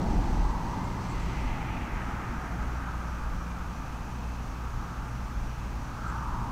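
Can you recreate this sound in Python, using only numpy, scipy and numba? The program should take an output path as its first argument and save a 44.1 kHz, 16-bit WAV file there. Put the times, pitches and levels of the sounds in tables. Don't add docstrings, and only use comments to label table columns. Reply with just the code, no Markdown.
import sys
import numpy as np
from scipy import signal
from scipy.fft import rfft, irfft
from scipy.io import wavfile
from numba import njit

SR = 44100
rng = np.random.default_rng(int(sys.argv[2]) if len(sys.argv) > 2 else 0)


def wav_record(signal):
    frames = np.transpose(np.atleast_2d(signal))
    bounded = np.clip(frames, -1, 1)
    quanta = np.round(bounded * 32767).astype(np.int16)
    wavfile.write(sys.argv[1], SR, quanta)


N = 287091
TIME = np.arange(N) / SR
FREQS = np.fft.rfftfreq(N, 1 / SR)


def from_db(db):
    return 10 ** (np.asarray(db) / 20)


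def rms_one(x):
    return x / np.sqrt(np.mean(x ** 2) + 1e-20)


def in_time(rows):
    times_s, *columns = np.transpose(rows)
    return [np.interp(TIME, times_s, column) for column in columns]


def coloured(x, spectrum):
    hz, db = np.transpose(spectrum)
    gain_db = np.interp(np.log(FREQS + 1), np.log(hz), db)
    return irfft(rfft(x) * from_db(gain_db), N)


def noise(spectrum):
    return rms_one(coloured(rng.standard_normal(N), spectrum))


def drift(rate_hz):
    grid, settle = 100, 1000
    pole = np.exp(-2 * np.pi * rate_hz * grid / SR)
    draws = rng.standard_normal(N // grid + settle + 2)
    slow = signal.lfilter([1], [1, -2 * pole, pole * pole], draws)[settle:]
    return np.interp(np.arange(N) / grid, np.arange(len(slow)), rms_one(slow))


def swell(peak_s, db, rise_s, fall_s):
    age_s = TIME - peak_s
    side_s = np.where(age_s < 0, rise_s, fall_s)
    return from_db(db) * np.exp(-np.minimum((age_s / side_s) ** 2, 20))


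def resonance(x, hz, width_hz):
    pole = np.exp(-np.pi * width_hz / SR)
    feed = np.array([1, 0, -1]) * (1 - pole * pole) / 2
    return signal.lfilter(feed, [1, -2 * pole * np.cos(2 * np.pi * hz / SR), pole * pole], x)


@njit
def gliding(x, hz, width_hz):
    out, band, low = np.zeros(len(x)), 0., 0.
    for i in range(len(x)):
        step = 2 * np.sin(np.pi * hz[i] / SR)
        damping = width_hz / hz[i]
        low += step * band
        band += step * (x[i] - low - damping * band)
        out[i] = damping * band
    return out


def narrow_noise(hz, width_hz):
    once = resonance(rng.standard_normal(N), hz, width_hz)
    return rms_one(resonance(once, hz, width_hz))


# frequency in Hz, relative density in dB.
WOODS_SPECTRUM = [(30, -28), (80, 2), (150, 1.5), (250, 2), (330, -4), (420, -11), (520, -10.5),
                  (700, -8.5), (900, -6.5), (1300, -12), (1580, -14.5), (1800, -18), (2550, -25),
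                  (3100, -29), (9000, -76)]
# time in seconds, strength in dB.
WIND_STRENGTH = [(0.0, -34), (0.18, -36.5), (0.47, -39), (1.79, -41), (3.24, -46), (5.58, -48), (6.51, -43)]


def woods(low_db, high_db, roar_per_wind, bright_share, patchy_db):
    wind_db, = in_time(WIND_STRENGTH)
    swing_db = roar_per_wind * (wind_db - wind_db.mean())
    bright_db = bright_share * (swing_db - np.median(swing_db))
    lowpass = signal.butter(2, 600, fs=SR, output="sos")
    highpass = signal.butter(2, 600, "high", fs=SR, output="sos")
    low = signal.sosfilt(lowpass, noise(WOODS_SPECTRUM))
    high = signal.sosfilt(highpass, noise(WOODS_SPECTRUM))
    low_gain = from_db(low_db + swing_db + patchy_db * drift(2.1))
    high_gain = from_db(high_db + bright_db + patchy_db * drift(0.89))
    return low * low_gain + high * high_gain


# peak in seconds, level in dB, rise in seconds,
# fall in seconds, centre at the peak in Hz, glide in octaves per second, nominal width in Hz.
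CROWN_GUSTS = [ (.05, -45, 0.35, 0.43, 344, -0.16, 170), (.05, -44, .3, .32, 707, 0.38, 346),
               (.58, -41.5, 0.52, 0.47, 877, 0.27, 340), (1.45, -56, 1.5, .2, 2043, 0.04, 151),
               (1.5, -49.5, .7, 1.6, 857, -0.27, 320), (1.58, -47.5, .4, 1.5, 2070, -0.39, 1180),
               (1.8, -52.5, 1.8, 1.6, 310, -0.0086, 153), (2.8, -48, 1.85, 1.25, 1216, -0.0045, 520),
               (3.699, -61, 1.3, 1.08, 2472, 0.038, 240), (4.8, -51.5, .42, 1.03, 1210, -0.0045, 570),
               (5.55, -64, .3, .3, 2520, 0.062, 200), (6.14, -44, 0.26, 0.52, 1200, -0.17, 500),
               (6.28, -45, 0.19, 0.38, 922, 0.017, 270), ]


def gust(row, flutter_db, churn_db, waver):
    peak_s, db, rise_s, fall_s, centre_hz, glide_oct_per_s, width_hz = row
    age_s = np.clip(TIME - peak_s, -2 * rise_s, 2 * fall_s)
    hz = centre_hz * 2 ** (glide_oct_per_s * age_s) * np.exp(waver * drift(4.9))
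    rush = rng.standard_normal(N)
    for _ in range(4):
        rush = gliding(rush, hz, 1.32 * width_hz)
    unsteady = from_db(flutter_db * drift(10.0) + churn_db * drift(76))
    return rms_one(rush) * swell(peak_s, db, rise_s, fall_s) * unsteady


# frequency in Hz, relative gain in dB.
LEAF_SPECTRUM = [(400, -30), (1500, 5), (2000, 7.5), (3000, 3), (3700, 1.5), (4300, 4.5), (5200, 0),
                 (6300, 1.5), (7000, -8), (7700, -2.5), (9000, -13), (15000, -34)]
# peak in seconds, rustle in dB, rise in seconds, fall in seconds.
LEAF_SHAKES = [(.15, -56, 0.89, 0.54), (1.23, -56, 0.39, 0.3), (6.0, -73, 0.44, .4)]


def leaves(rustle_db, touches_per_s, spread_db):
    hits = rng.random(N) < touches_per_s / SR
    strength = rng.standard_normal(N) * from_db(spread_db * rng.standard_normal(N))
    rustle = rms_one(coloured(hits * strength, LEAF_SPECTRUM))
    shaking = from_db(rustle_db) + sum(swell(*shake) for shake in LEAF_SHAKES)
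    return rustle * shaking * from_db(0.32 * drift(4.6))


# centre in Hz, width in Hz, lift in dB (negative weakens).
PORCH_BANDS = [(878, 152, 4), (1222, 190, 4), (1574, 180, 3.5), (2660, 82, 0), (3550, 400, -0.5)]


def porch(x):
    changes = [(from_db(lift_db) - 1) * resonance(x, hz, width_hz)
               for hz, width_hz, lift_db in PORCH_BANDS]
    return x + sum(changes)


# frequency in Hz, relative density in dB.
BUFFET_SPECTRUM = [(4, -19), (8, -3), (22, -4), (33, 0), (46, 5), (60, -7), (75, -8.5), (110, -35),
                   (180, -36), (400, -57), (2000, -100)]
# peak in seconds, level in dB, rise in seconds, fall in seconds.
AIR_PUFFS = [(.15, -29.5, .16, 0.14), (.42, -27.5, 0.12, 0.16), (1.17, -37, 0.025, 0.036),
             (1.42, -34, 0.14, 0.15), (1.97, -42, .14, .24), (3.299, -36, 0.079, 0.091),
             (5.42, -37, .15, .07), (6.34, -37, .05, 0.066)]


def buffeting(base_db, lumpy_db, lumps_hz):
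    push = from_db(base_db) + sum(swell(*puff) for puff in AIR_PUFFS)
    return noise(BUFFET_SPECTRUM) * push * from_db(lumpy_db * drift(lumps_hz))


# frequency in Hz, relative density in dB.
RUMBLE_SPECTRUM = [(15, -6), (45, -11.5), (62, 2.5), (78, -1), (95, 0.5), (120, 0.5), (150, -0.5),
                   (240, -6.5), (330, -17.5), (500, -16.5), (2000, -72)]


def far_rumble(level_db):
    return from_db(level_db) * noise(RUMBLE_SPECTRUM)


# peak in seconds, level in dB.
INSECT_LISPS = [(.51, -66), (.85, -62), (1.11, -60), (1.22, -64), (6.09, -60)]


def insects(trill_peak_db, trill_hz):
    first_s, every_s, chirp_side_s, lisp_side_s = .012, .343, .075, .023
    chirp_db, chirp_spread_db = -65.5, .6
    song = narrow_noise(hz=5830, width_hz=290)
    song = rms_one(song / np.abs(signal.hilbert(song)))
    beats_s = np.arange(first_s, TIME[-1], every_s)
    chirp_gain = sum(swell(s, chirp_db, chirp_side_s, chirp_side_s) for s in beats_s)
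    chirps = song * chirp_gain * from_db(chirp_spread_db * drift(1))
    lisp_gain = sum(swell(s, db, lisp_side_s, lisp_side_s) for s, db in INSECT_LISPS)
    lisps = narrow_noise(hz=7460, width_hz=920) * lisp_gain
    pulses = np.sin(np.pi * (trill_hz * TIME + .1 * drift(1))) ** 2
    trill = from_db(trill_peak_db) * pulses * narrow_noise(hz=8220, width_hz=310)
    return chirps + lisps + trill


# time in seconds, then first, second and third harmonic rms in dB before wavering.
MOTOR_HUM = [(0, -39.5, -48.5, -42.5), (1.2, -41.5, -42, -44), (2.6, -39, -48.5, -49.5),
             (4, -39.5, -48, -55), (6.51, -39.5, -46, -59)]


def motor(motor_hz, waver_db, wander_rad):
    phase = 2 * np.pi * motor_hz * TIME + wander_rad * drift(1.57)
    hum = np.zeros(N)
    for k, db in enumerate(in_time(MOTOR_HUM), 1):
        hum += np.sqrt(2) * from_db(db + waver_db * drift(2.0)) * np.sin(k * phase)
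    return hum


# delay in seconds, peak before filtering in dB.
MAINS_SPIKES = [(.0013, -50), (.00172, -50.5), (.00305, -43.2)]
# frequency in Hz, gain in dB.
BUZZ_SPECTRUM = [(1000, -12), (3500, 4), (5400, 6), (7000, 2), (9000, 1.5), (12000, 0), (16000, -4)]


def mains_buzz(mains_hz):
    spikes = np.zeros(N)
    for delay_s, db in MAINS_SPIKES:
        half_cycles = 2 * mains_hz * (TIME - delay_s)
        nearest = np.round(half_cycles)
        offset_samples = (half_cycles - nearest) * SR / (2 * mains_hz)
        spikes += from_db(db) * np.cos(np.pi * nearest) * np.sinc(offset_samples)
    return coloured(spikes, BUZZ_SPECTRUM)


# frequency in Hz, relative density in dB.
HISS_SPECTRUM = [(500, -2), (2500, 11.5), (3600, 4.5), (4400, 2), (5300, 4.5), (6000, 6.5), (6500, 6),
                 (7100, 2), (7900, -3), (8800, -6), (11000, -6), (16000, -7.5)]


def steady_hiss(level_db):
    return from_db(level_db) * noise(HISS_SPECTRUM)


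def scene():
    trees = woods(low_db=-41.5, high_db=-42, roar_per_wind=1.2, bright_share=0.13, patchy_db=-0.3)
    trees += sum(gust(row, flutter_db=1.1, churn_db=0.76, waver=0.022) for row in CROWN_GUSTS)
    trees += leaves(rustle_db=-61, touches_per_s=14000, spread_db=2.0)
    air = buffeting(base_db=-40.0, lumpy_db=1.3, lumps_hz=14) + far_rumble(level_db=-43.0)
    calls = insects(trill_peak_db=-73, trill_hz=5.2)
    electric = motor(motor_hz=59.87, waver_db=2.5, wander_rad=.4) + mains_buzz(mains_hz=59.965)
    return (porch(trees) + air + calls + electric + steady_hiss(level_db=-56.0))[None]


def record(dry):
    ripple_db, stop_db, cutoff_hz = .1, 80, 15600
    lowpass = signal.ellip(12, ripple_db, stop_db, cutoff_hz, fs=SR, output="sos")
    return signal.sosfilt(lowpass, dry)


dry = scene()
out = record(dry)
wav_record(out)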